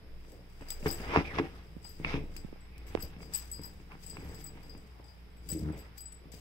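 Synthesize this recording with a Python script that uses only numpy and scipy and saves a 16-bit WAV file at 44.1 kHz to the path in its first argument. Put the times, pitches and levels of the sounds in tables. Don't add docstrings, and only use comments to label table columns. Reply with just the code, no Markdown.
import sys
import numpy as np
from scipy import signal
from scipy.fft import rfft, irfft
from scipy.io import wavfile
from scipy.ndimage import uniform_filter1d

SR = 44100
rng = np.random.default_rng(int(sys.argv[2]) if len(sys.argv) > 2 else 0)


def dump(signal):
    limited = np.clip(np.atleast_2d(signal).T, -1, 1)
    pcm = np.round(limited * 32767).astype(np.int16)
    wavfile.write(sys.argv[1], SR, pcm)


def voltage_ratio(decibels):
    exponent = np.asarray(decibels, float) / 20
    return 10 ** exponent


N = 282365
TIME_S = np.arange(N) / SR

# (frequency [Hz], level [dB], T60 [s])
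PADDING_MODES = [(83.01, 5.5, 0.0721), (159.02, 1, 0.10444), (217.79, -6, 0.08702), (283.29, -5.5, 0.12915),
                 (335.3, -10, 0.15687), (422.11, -5, 0.06733)]
# (time [s], pitch [Hz], level [dB], mouth opening [dB])
GRUNT_COURSE = [
    (5.501, 87.95, -65, -14.5),
    (5.527, 85.68, -41, -12.5),
    (5.561, 81.53, -37, 10),
    (5.593, 79.98, -44, 11.5),
    (5.63, 79.93, -40, -9.5),
    (5.67, 78.33, -34.5, -7.5),
    (5.7, 80.87, -31.5, -1),
    (5.73, 76.87, -43, -4.5),
    (5.77, 71.17, -68.5, 0),
]


def rms_one(x):
    return x / np.sqrt(np.mean(x ** 2) + 1e-20)


def in_time(rows):
    s, *columns = np.transpose(rows)
    return [np.interp(TIME_S, s, column) for column in columns]


def at_hz(points, hz):
    points_hz, values = np.transpose(points)
    return np.interp(np.log(hz), np.log(points_hz), values)


def band(x, low_hz, high_hz):
    edges_hz = [low_hz, min(high_hz, .45 * SR)]
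    return signal.sosfilt(signal.butter(2, edges_hz, "band", fs=SR, output="sos"), x)


def lowpass(x, order, cutoff_hz):
    return signal.sosfilt(signal.butter(order, cutoff_hz, fs=SR, output="sos"), x)


def drift(rate_hz):
    r = np.exp(-80 * np.pi * rate_hz / SR)
    noise = rng.standard_normal(N // 40 + 2002)
    slow = signal.lfilter([1], [1, -2 * r, r * r], noise)[2000:]
    return np.interp(np.arange(N) / 40, np.arange(len(slow)), rms_one(slow))


def ring(x, hz, t60_s):
    r = voltage_ratio(-60 / (t60_s * SR))
    w = 2 * np.pi * hz / SR
    return signal.lfilter([0, np.sin(w)], [1, -2 * r * np.cos(w), r * r], x + 1e-18)


def resonance(x, hz, width_hz):
    r = np.exp(-np.pi * width_hz / SR)
    zeros = np.array([1, 0, -1]) * (1 - r * r) / 2
    return signal.lfilter(zeros, [1, -2 * r * np.cos(2 * np.pi * hz / SR), r * r], x)


def clicks(times_s, heights):
    out = np.full(N, 1e-18)
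    np.add.at(out, np.round(np.asarray(times_s) * SR).astype(int), heights)
    return out


def grains(per_s, spread_db):
    sizes = voltage_ratio(spread_db * np.minimum(rng.exponential(1, N), 4)) * rng.choice([-1, 1], N)
    return rms_one(sizes * (rng.random(N) < per_s / SR))


def port_grains(per_s, spread_db):
    return np.array([grains(per_s, spread_db) for port in range(2)])


def moves(s, peak_db, fade_s, rise, rest_db):
    t = np.arange(0, N + 64, 64) / SR
    late = (t - s[:, None]) / np.maximum(fade_s, .005)[:, None]
    level_db = np.max(peak_db[:, None] - 10 * np.maximum(late, -late / rise), axis=0)
    return np.interp(TIME_S, t, np.maximum(level_db, rest_db))


def shove_levels():
    # (time [s], padding [dB], cloth over padding [dB], 10 dB fade [s])
    shove_rows = [(.08, -57.5, 2, 0.5374), (0.338, -58, 9, 0.2354), (0.621, -45.5, 11.5, -0.4593),
                  (0.707, -48, 1, -0.0002), (0.874, -42.5, 9.5, 0.0971), (1, -50, 0, -0.2151),
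                  (1.12, -42, 6, 0.3719), (1.161, -43.5, 21, 0.0478), (1.21, -30, 6.5, 0.0074),
                  (1.37, -41, 5, 0.1277), (1.47, -51, 0.5, -0.0697), (1.75, -56.5, -1, 0.6039),
                  (2.011, -52.5, 16, 0.0064), (2.066, -47, 9, .03), (2.154, -41, 1.5, 0.1779),
                  (2.44, -54.5, -14, -0.124), (2.92, -51.5, -20, 0.469), (2.961, -44, 11, -0.0662),
                  (3.044, -42.5, 4.5, 0.0348), (3.231, -49, 0, 0.1547), (3.64, -55, 0, 0.5475),
                  (3.94, -42, -7, -0.0442), (4.169, -57, 20.5, 0), (4.243, -44, -9.5, 0.2318),
                  (4.56, -51.5, -14.5, 0.459), (4.75, -54, 10, .06), (5.0, -53.5, 13, -0.0583),
                  (5.5, -54, -29, 0.535), (5.603, -28.5, -36, 0.0903), (5.78, -48, 4, 0.1224),
                  (6.351, -60, 7, 0.5049)]
    s, shove_db, over_db, fade_s = np.transpose(shove_rows)
    padding_db = moves(s, shove_db, fade_s, rise=0.6247, rest_db=-64.5)
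    cloth_db = moves(s, shove_db + over_db, 0.6537 * fade_s, rise=0.7763, rest_db=-66.5)
    return padding_db, cloth_db


def scuff_course():
    # (time [s], level [dB], pitch [Hz], 10 dB fade [s])
    scuff_rows = [(.25, -55.5, 2134, -0.1093), (0.621, -51, 1826, 0.019), (.71, -50.5, 2274, 0.0952),
                  (0.866, -33, 1017, 0.0135), (0.897, -40.5, 2084, 0.0505), (1.0, -56, 1531, 0.1967),
                  (1.131, -36, 1553, 0.1324), (1.156, -27, 1174, 0.0454), (1.26, -43.5, 2800, 0.09),
                  (1.316, -46, 2500, 0.09), (1.36, -42, 1898, 0.1168), (1.389, -25.5, 1563, 0.0086),
                  (1.56, -53, 2546, 0.0912), (1.852, -46.5, 2393, -0.4573), (2.055, -42.5, 2378, 0.0205),
                  (2.107, -36, 2424, 0.0541), (2.16, -40.5, 2025, 0.0253), (2.37, -58.5, 2459, 0.3779),
                  (2.9, -58, 2254, 0.171), (2.97, -51, 1858, 0.1971), (3.23, -45, 2288, -0.0715),
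                  (3.351, -55, 1830, 0.1638), (3.629, -52.5, 1700, 0.0641), (3.926, -51.5, 1278, 0.0378),
                  (4.17, -53, 2347, 0.052), (4.2, -58.5, 1959, 0.3571), (4.26, -52, 1542, 0.2052),
                  (4.56, -58.5, 1861, 0.2647), (5.501, -49.5, 2482, 0), (5.7, -52.5, 795.4, 0.1224),
                  (5.79, -55, 1883, 0.1571)]
    s, claw_db, claw_hz, fade_s = np.transpose(scuff_rows)
    return moves(s, claw_db, fade_s, rise=0.72145, rest_db=-106), np.interp(TIME_S, s, claw_hz)


def claw_rasp(scuff_hz):
    shared = grains(per_s=3500, spread_db=3.0)
    own = port_grains(per_s=3500, spread_db=3.0)
    jerks = voltage_ratio(1.758 * drift(28.17))
    rasp = 0
    for hz in np.geomspace(800, 5000, 9):
        octaves = np.log2(hz / scuff_hz)
        hump_db = 6.285 * np.exp(-(octaves / 1.0192) ** 2) - 2.901 * np.log2(hz / 800)
        gain_db = hump_db + 1.2 * drift(11)
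        slips = jerks * (shared + (hz / 1000) ** 2 * own)
        strip = resonance(resonance(slips, hz, .45 * hz), hz, .45 * hz)
        rasp = rasp + voltage_ratio(gain_db) * rms_one(strip)
    return band(band(rasp, 587.1, 5188.7), 369.5, 5434.4)


def rubbing(padding_db, cloth_db, scuff_db, scuff_hz):
    shoves = grains(per_s=410, spread_db=2.5)
    shaken = sum(voltage_ratio(db) * ring(shoves, hz, 0.6841 * t60_s) for hz, db, t60_s in PADDING_MODES)
    padding = band(shaken, 54.684, 946.6)
    cloth = band(band(grains(per_s=900, spread_db=3.5), 271.96, 578.6), 223.13, 1273.4)
    body = voltage_ratio(padding_db) * rms_one(padding) + voltage_ratio(cloth_db - 9.5) * rms_one(cloth)
    still = 1 - .75 * (TIME_S > GRUNT_COURSE[1][0]) * (TIME_S < GRUNT_COURSE[-2][0])
    scuff = voltage_ratio(scuff_db - 4.0) * rms_one(claw_rasp(scuff_hz))
    return uniform_filter1d(still, size=800) * body + scuff


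def singing():
    # (time [s], level [dB], pitch [Hz], 10 dB fade [s])
    sing_rows = [(1.125, -40.5, 1012, 0.0448), (1.15, -29, 1120, 0.002), (1.2, -55, 2017, 0.0214),
                 (1.254, -43.5, 2430, 0.0138), (1.28, -48.5, 2350, 0.0462), (1.308, -47.5, 2076, 0.0443),
                 (1.385, -34.5, 1000, -0.012), (2.07, -48.5, 2200, 0.0565), (2.135, -47, 2448, 0.0418),
                 (2.76, -63.5, 2404, 0.0883), (3.917, -50.5, 1050, -0.0058), (4.132, -58, 801, -0.0057),
                 (4.2, -67.5, 2398, 0.0136), (5.0, -64, 799.5, 0.2186)]
    s, level_db, hz, fade_s = np.transpose(sing_rows)
    turns = 2 * np.pi * np.cumsum(np.interp(TIME_S, s, hz)) / SR
    a, b = lowpass(rng.standard_normal((2, 2, N)), 2, 188.4)
    rough = a * np.cos(turns) + b * np.sin(turns)
    return voltage_ratio(moves(s, level_db, fade_s, rise=0.4893, rest_db=-120)) * rms_one(rough)


def fibres(scuff_db):
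    level = voltage_ratio(-48 + 0.3755 * scuff_db) * (scuff_db > -55)
    return level * band(rng.standard_normal((2, N)), 7773, 12680)


def blows():
    # (time [s], peak [dB], deep padding [dB over peak], upper padding [dB over peak], claw snap [dB over peak])
    blow_rows = [(0.609, -47, -18.5, 3, -18), (0.827, -51.5, 10.5, -9.5, -5), (0.859, -26, -3, 3.5, -28.5),
                 (1, -45, 9, -30, -11), (1.161, -7.5, -57.5, -14.5, -29.5), (1.172, -23, 1, 2, -12.5),
                 (1.385, -36, -8, 11, -4), (1.397, -21, -15, 1.5, -41.5), (1.998, -49.5, 10.5, 12.5, -21.5),
                 (2.047, -35.5, -2, -1.5, 2.5), (2.14, -30.5, 2, -0.5, -15), (2.155, -31, 0, -5, -33),
                 (2.364, -51.5, -5.5, -24.5, -3), (2.974, -31.5, -9, -7, -21.5),
                 (3.164, -55, 11.5, -5.5, -7.5), (3.205, -49, -16.5, 4, -11), (3.593, -48.5, 9.5, 7, -16),
                 (3.8, -50, -3, 2, -16), (3.918, -46, -16.5, -4.5, -10), (3.952, -45.5, -4, -2.5, -29.5),
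                 (4.132, -48, -20.5, -12.5, -25), (4.169, -35, -34, -30, -16), (4.75, -45, 0.5, -8.5, -20),
                 (4.998, -48, -1.5, -12.5, -36.5), (5.687, -52.5, -8.5, -7.5, -18),
                 (6.255, -53, 7.5, 1, -20.5), (6.337, -55.5, 10, -21, -11)]
    s, peak_db, deep_db, upper_db, snap_db = np.transpose(blow_rows)
    pulse = band(ring(clicks(s, voltage_ratio(peak_db + 6)), 1000, .0035), 150, 3500)
    snap = band(ring(clicks(s, voltage_ratio(peak_db + snap_db + 19.0)), 2450.5, 0.006002), 810.8, 3293.5)
    snap = .5 * snap + room(snap, t60_s=.012, gap_s=0)
    thump = 0
    for k, (hz, db, t60_s) in enumerate(PADDING_MODES):
        mode_db = deep_db if k < 3 else upper_db
        chance_db = rng.normal(0, 2.5, len(s))
        hits = clicks(s + 0.0014393, voltage_ratio(peak_db + mode_db + db + chance_db))
        thump = thump + ring(hits, hz, t60_s)
    return pulse + snap + band(thump, 90.41, 681)


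def shake_level():
    # (time [s], level [dB], 10 dB fade [s], 10 dB rise [s])
    shake_rows = [(.3, -70, .1, .08), (.61, -72.5, 0.7451, 0.1465), (.704, -59, 0.1, .001),
                  (0.88, -53.5, 0.1463, 0.0661), (.911, -57, 0.1805, 0.0921), (1.002, -74, 1.0309, 0.2657),
                  (1.845, -66, 0.3122, 0.021), (2.365, -67, 0.0962, 0.0629), (2.87, -65, 0.1069, 0.0056),
                  (3.005, -63, 0.0143, 0.0227), (3.026, -54.5, 0.0366, 0.0012),
                  (3.221, -63.5, 0.0536, 0.0227), (3.3365, -53, 0.0616, 0.0065),
                  (3.353, -52.5, 0.0981, 0.0215), (3.517, -70, 0.2415, 0.0053), (3.632, -67, 0.18, -0.0086),
                  (4.034, -62.5, 0.1911, 0.0384), (4.1, -64.5, 0.1518, 0.07), (4.29, -65, 0.0046, 0.1824),
                  (4.35, -60, -0.0166, 0.1526), (4.415, -62, 0.0222, 0.1387), (4.465, -56, -0.0006, .05),
                  (4.63, -72, 0.3, 0.178), (5.04, -72, 0.1148, -0.1482), (5.4875, -51, 0.0097, -0.0553),
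                  (5.502, -51, 0.0127, -0.0308), (5.532, -53, .03, .04), (5.583, -61.5, 0.0195, -0.0943),
                  (5.596, -59.5, 0.0506, -0.1095), (5.78, -66, 0.0584, 0.0209),
                  (5.983, -55, -0.0721, -0.142), (6.123, -61, -0.2616, -0.1055),
                  (6.319, -60.5, 0.1555, -1.1065)]
    s, level_db, fade_s, rise_s = np.transpose(shake_rows)
    rise = np.maximum(rise_s / fade_s, .01)[:, None]
    return moves(s, level_db, fade_s, rise, rest_db=-117)


def tags(rattle_db):
    # (time [s], click [dB], low mode [dB], middle modes [dB])
    strike_rows = [(0.318, -59, -77, -70), (0.4993, -63.5, -75, -80.5), (0.6107, -62, -70, -72),
                   (0.6734, -66, -66, -73), (0.6856, -49, -55.5, -61.5), (0.7037, -32.5, -50.5, -42),
                   (0.7215, -54.5, -54, -54.5), (0.8792, -43, -47.5, -51.5), (0.91, -31, -48, -40.5),
                   (0.9247, -35.5, -57, -41), (1.0023, -43.5, -58.5, -79.5), (1.6644, -75.5, -76, -80.5),
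                   (1.8264, -70.5, -72, -64.5), (1.8427, -60, -50, -58.5), (1.8684, -63.5, -58.5, -54),
                   (1.8917, -61.5, -56.5, -61.5), (2.3652, -38, -54, -54), (2.3818, -64, -62, -61.5),
                   (2.6053, -66.5, -93.5, -68), (2.78, -54, -77.5, -77.5), (2.8665, -62.5, -77, -66),
                   (3.0032, -58.5, -57, -50.5), (3.0224, -42.5, -52, -53.5), (3.2172, -72, -54.5, -61.5),
                   (3.3361, -48.5, -48, -44.5), (3.3466, -40.5, -45, -40), (3.351, -33.5, -52, -37),
                   (3.3711, -50, -58.5, -57.5), (3.386, -55, -58, -48), (3.5146, -51.5, -56.5, -40),
                   (3.5332, -62, -47.5, -49), (3.6144, -59.5, -59.5, -59.5), (3.634, -52, -48.5, -54),
                   (3.649, -60, -53.5, -53), (3.7713, -67.5, -76, -78),
                   (4.034, -64, -62, -60), (4.0632, -59.5, -61, -48), (4.0976, -47.5, -56, -50),
                  (4.109, -52.5, -52.5, -51), (4.1626, -69, -71.5, -66), (4.1944, -60.5, -64.5, -66.5),
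                  (4.2871, -66, -65, -65), (4.3193, -56, -71, -70.5), (4.3452, -47.5, -59, -60),
                  (4.41, -55.5, -60.5, -63.5), (4.4408, -61.5, -63.5, -50), (4.468, -55.5, -56.5, -53.5),
                  (4.496, -73, -72, -64.5), (4.629, -70.5, -66.5, -72.5), (4.6948, -69, -55, -69.5),
                  (4.7748, -57, -67.5, -67.5), (5.042, -75.5, -66.5, -73.5), (5.082, -71, -60.5, -75),
                  (5.3, -78.5, -88, -79.5), (5.369, -75, -76, -68.5), (5.4885, -47, -53.5, -46.5),
                  (5.5018, -45, -53.5, -42), (5.517, -45, -60, -42), (5.5683, -64, -76.5, -53.5),
                  (5.584, -59.5, -60.5, -65.5), (5.594, -45, -68.5, -64), (5.7232, -66, -70, -66),
                  (5.777, -56, -73, -65.5), (5.79, -57, -62, -61), (5.978, -50, -55, -58),
                  (6.0058, -53, -62.5, -48.5), (6.056, -76, -64.5, -48.5), (6.1198, -66.5, -74, -52),
                  (6.319, -60, -68, -60.5)]
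    # (time [s], high modes [dB], upper modes [dB], top modes [dB])
    tinkle_rows = [(0.3187, -68, -75.5, -84.5), (0.6852, -54.5, -71.5, -68), (0.7038, -49, -53.5, -44.5),
                   (0.7216, -57, -52, -59.5), (0.7794, -83, -82, -76), (0.8809, -43, -63.5, -69),
                   (0.9095, -39, -59, -47.5), (0.9253, -39.5, -66, -58.5), (1.8462, -60, -76, -66.5),
                   (1.867, -71, -76.5, -71.5), (1.892, -50, -65.5, -73.5), (2.364, -62, -77, -71.5),
                   (2.78, -78.5, -85.5, -80), (2.8689, -65, -80, -76), (3.0066, -54.5, -67.5, -63),
                   (3.0243, -39, -63.5, -61.5), (3.2181, -80, -84, -80), (3.336, -47, -54, -54),
                   (3.3525, -37, -51.5, -50), (3.3719, -39, -52.5, -47), (3.5153, -43, -58.5, -68.5),
                   (3.5545, -54.5, -77, -68.5), (3.6161, -58.5, -71, -76.5), (3.6345, -51, -64, -70.5),
                   (3.6542, -46.5, -53.5, -57), (4.0331, -67, -68, -74.5), (4.0643, -58.5, -62.5, -65.5),
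                   (4.0979, -55, -72, -59.5), (4.1613, -73.5, -78, -77.5), (4.2404, -69.5, -68, -77),
                   (4.2874, -69.5, -75.5, -72), (4.3495, -63, -63, -66.5), (4.4139, -57, -73.5, -61.5),
                   (4.4404, -55, -70.5, -60.5), (4.455, -55.5, -66.5, -55), (4.4702, -55.5, -66.5, -56),
                   (4.6285, -64, -80, -83.5), (4.6929, -65, -85.5, -73.5), (5.369, -72.5, -86, -85),
                   (5.4886, -45, -59.5, -48.5), (5.5011, -42, -59.5, -47), (5.5295, -49, -55.5, -55.5),
                   (5.5821, -59, -66, -77), (5.7233, -69.5, -85, -73.5), (5.7763, -66, -73, -89.5),
                   (5.7898, -53.5, -68.5, -74.5), (5.979, -55, -52, -61), (6.0072, -53, -57.5, -59.5),
                   (6.123, -68, -77, -79.5), (6.3209, -64.5, -71, -76.5)]
    # (frequency [Hz], level [dB], T60 [s])
    low_modes = [(4912, 0, .33), (5350, -18, .05), (5950, -20, .06)]
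    # (frequency [Hz], level [dB], T60 [s])
    middle_modes = [(7885, 0, 0.19), (7838, -7, 0.16), (7420, -24, 0.08)]
    # (frequency [Hz], level [dB], T60 [s])
    high_modes = [(12185, 0, .14), (12300, -10, .08)]
    # (frequency [Hz], level [dB], T60 [s])
    upper_modes = [(13200, 0, .1), (13060, -8, .07)]
    # (frequency [Hz], level [dB], T60 [s])
    top_modes = [(15620, 0, .1), (15450, -6, .07), (14300, -15, .05)]
    group_right_db = [-7, -4, 1.5, 7.5, 10.5]
    s, click_db, low_db, middle_db = np.transpose(strike_rows)
    small_s, high_db, upper_db, top_db = np.transpose(tinkle_rows)

    chatter = voltage_ratio(rattle_db + 1.84 * drift(48.9)) * port_grains(per_s=5500, spread_db=3.0)
    touching = np.clip((rattle_db + 74) / 16, .05, 1)
    pressed = touching[((s - .006) * SR).astype(int)]
    skid_t60_s = 0.024
    strikes = clicks(s, voltage_ratio(click_db - 9 * pressed))
    burst = signal.lfilter([1], [1, -voltage_ratio(-60 / (skid_t60_s * SR))], strikes)
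    skid = burst * port_grains(per_s=9000, spread_db=3)
    out = voltage_ratio(2.0) * band(skid, 2376, 14350) + voltage_ratio(4.0) * band(chatter, 1670.8, 9533)
    out += voltage_ratio(-1.5) * resonance(chatter, 5950, 250)
    out += voltage_ratio(4.0) * resonance(chatter, 7674.7, 559.5)
    out += resonance(chatter, 12846, 1600)
    groups = [(low_modes, s, low_db + 1.5), (middle_modes, s, middle_db + 6.0),
              (high_modes, small_s, high_db - 0.5), (upper_modes, small_s, upper_db + 5.0),
              (top_modes, small_s, top_db + 6.5)]
    for group, right_db in zip(groups, group_right_db):
        out = out + ringing(*group, right_db, chatter, touching)
    return out


def ringing(modes, s, strike_db, right_db, chatter, touching):
    free_ring_s, fur_damping_db_per_s, rubbed_damping = .085, 500, 0.3342
    last = np.searchsorted(s, TIME_S) - 1
    since_s = np.where(last >= 0, TIME_S - s[last], 9)
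    damped_db = fur_damping_db_per_s * np.maximum(since_s - free_ring_s, 0)
    lasting = 1 - rubbed_damping * touching[((s + .01) * SR).astype(int)][last]
    out = 0
    for k, (hz, db, t60_s) in enumerate(modes):
        struck_db = strike_db + db + k * rng.normal(0, 2, len(s))
        fade_db = struck_db[last] - 60 * since_s / (t60_s * lasting) - damped_db
        fade = signal.lfilter([.04], [1, -.96], voltage_ratio(fade_db))
        turning = np.array([0 * TIME_S, 1.5 * drift(9)]) + 1.1 * touching * drift(90)
        flutter = voltage_ratio(5 * touching * drift(120) + 1.2 * drift(35))
        tone = fade * np.sin(2 * np.pi * hz * TIME_S + turning) * flutter
        out = out + tone + voltage_ratio(db - 29.5) * ring(chatter, hz, 0.2552 * t60_s)
    return out * voltage_ratio([[0], [right_db]])


def grunt():
    # (frequency [Hz], width [Hz], level [dB])
    throat = [(84.5, 57.93, 4), (194.73, 22.5, 9), (316, 28.22, 20.5), (490, 110, -34.5)]
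    pitch_hz, level_db, open_db = in_time(GRUNT_COURSE)
    turns = np.cumsum(pitch_hz * (1 + 0.0594 * drift(39.52))) / SR
    pulses = -np.diff(np.floor(turns), prepend=0) * voltage_ratio(2.398 * drift(61))
    parts = [voltage_ratio(db) * (-1) ** k * resonance(pulses, hz, width_hz)
             for k, (hz, width_hz, db) in enumerate(throat)]
    chest = rms_one(band(parts[0] + parts[1], 52, 430))
    mouth = rms_one(band(band(parts[2] + parts[3], 200, 650), 150, 650))
    inside_s = np.minimum(TIME_S - GRUNT_COURSE[0][0], GRUNT_COURSE[-1][0] - TIME_S)
    gate = np.clip(inside_s / 0.01477, 0, 1)
    return gate * voltage_ratio(level_db - 0.5) * (voltage_ratio(-open_db / 2) * chest + voltage_ratio(open_db / 2 - 6.0) * mouth)


def taps():
    # (time [s], peak [dB], pitch [Hz])
    tap_rows = [
        (1.766, -34.5, 195.5),
        (2.447, -30.5, 182.9),
        (2.487, -44, 350),
        (2.528, -34.5, 295.8),
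        (2.56, -44, 483.6),
        (2.951, -15.5, 390.7),
    ]
    out = 0
    for s, peak_db, hz in tap_rows:
        touch = clicks([s], -voltage_ratio(peak_db + 11.0))
        swing = resonance(ring(touch, hz, 3.5 / hz), hz, 2.5 * hz)
        tick = voltage_ratio(0.7377 * (peak_db + 20.5) - 6.5) * band(touch, 1962, 4448)
        out = out + swing + tick
    return out * voltage_ratio([[-26], [0]])


def room(x, t60_s, gap_s=0.0040392):
    t = np.arange(int(t60_s * SR)) / SR
    tail = rng.standard_normal((2, len(t))) * voltage_ratio(-60 * t / t60_s) * (t >= gap_s)
    tail /= np.sqrt(np.sum(tail ** 2, axis=1, keepdims=True))
    return signal.fftconvolve(x[None], tail, axes=1)[:, :N]


def house():
    # (frequency [Hz], density [dB per Hz])
    air_spectrum = [(20, -48.5), (40, -25), (65, -0.5), (125, -13.5), (180, -17), (360, -20), (437, -23.5),
                    (730, -21.5), (2240, -27), (4200, -31), (5080, -30), (6150, -43.5), (15000, -37.5),
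                    (16500, -65.5)]
    # (frequency [Hz], left-right likeness [clipped to 0..1])
    likeness = [(60, 0.41), (240, -0.062), (950, -1.9), (3770, -0.5), (15000, -1.7)]
    # (frequency [Hz], wavers [per s], level [dB])
    motor_lines = [(58.73, 2.958, -50.5), (116.89, 3.144, -65), (179.75, 1.2546, -63.5)]
    # (time [s], level [dB])
    sway_rows = [(0.0, -62.5), (0.14, -43), (0.37, -58), (0.82, -40.5), (1.8, -60.5), (2.14, -38),
                 (2.76, -56), (3.03, -43.5), (3.19, -56.5), (4.81, -51.5), (4.99, -90), (5.29, -56.5),
                 (6.06, -62.5), (6.4, -62)]
    hz = np.maximum(np.arange(N // 2 + 1) * SR / N, 1)
    alike = np.clip(at_hz(likeness, hz), 0, 1)
    mid, side = rfft(rng.standard_normal((2, N))) * voltage_ratio(at_hz(air_spectrum, hz))
    common, apart = np.sqrt(1 + alike) * mid, np.sqrt(1 - alike) * side
    air = irfft(np.array([common + apart, common - apart]), N)
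    hum = 0
    for line_hz, waver_hz, db in motor_lines:
        phase = 2 * np.pi * line_hz * TIME_S + 0.8148 * drift(waver_hz)
        hum = hum + voltage_ratio(db + 2.654 * drift(waver_hz)) * np.sin(phase)
    sway_hz = 19 * voltage_ratio(1.3 * drift(2.99))
    sway = np.sin(2 * np.pi * np.cumsum(sway_hz) / SR + np.array([[0], [.42]]))
    return voltage_ratio(-60) * rms_one(air) + hum + voltage_ratio(in_time(sway_rows)[0] + 2.5) * sway


def scene():
    paw_lag_s, tag_lag_s = .0002, .00015
    padding_db, cloth_db = shove_levels()
    scuff_db, scuff_hz = scuff_course()
    dog = rubbing(padding_db, cloth_db, scuff_db, scuff_hz) + singing() + blows() + grunt()
    dog = (dog + fibres(scuff_db)) * voltage_ratio([[.6], [-.6]])
    collar = tags(shake_level())
    heard = collar * voltage_ratio([[3.0], [-4.0]])
    right = np.roll(dog[1], round(paw_lag_s * SR)) + np.roll(heard[1], round(tag_lag_s * SR))
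    near = np.array([dog[0] + heard[0], right])
    echo = room(voltage_ratio(-13) * band(dog[0], 70, 6000) + voltage_ratio(-13) * collar[0], t60_s=.2)
    return near + echo + house() + taps()


def top_cut(x):
    return signal.sosfilt(signal.butter(12, 17000, fs=SR, output="sos"), x)


def record(dry):
    # (frequency [Hz], width [Hz], level [dB])
    port_dip = (4225.6, 341.4, -7.5)
    left = dry[0] + (voltage_ratio(8.05) - 1) * resonance(dry[0], hz=5127.4, width_hz=361)
    right = dry[1] + (voltage_ratio(6.1393) - 1) * resonance(dry[1], hz=2173.8, width_hz=698.8)
    dull = lowpass(right, 1, 8286)
    both = np.array([left, 0.65612 * dull + 0.32083 * right])
    dip_hz, dip_width_hz, dip_db = port_dip
    both += (voltage_ratio(dip_db) - 1) * resonance(both, dip_hz, dip_width_hz)
    both = signal.sosfilt(signal.cheby2(14, 28, 15950, fs=SR, output="sos"), both)
    return top_cut(both)


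dry = scene()
out = record(dry)
dump(out)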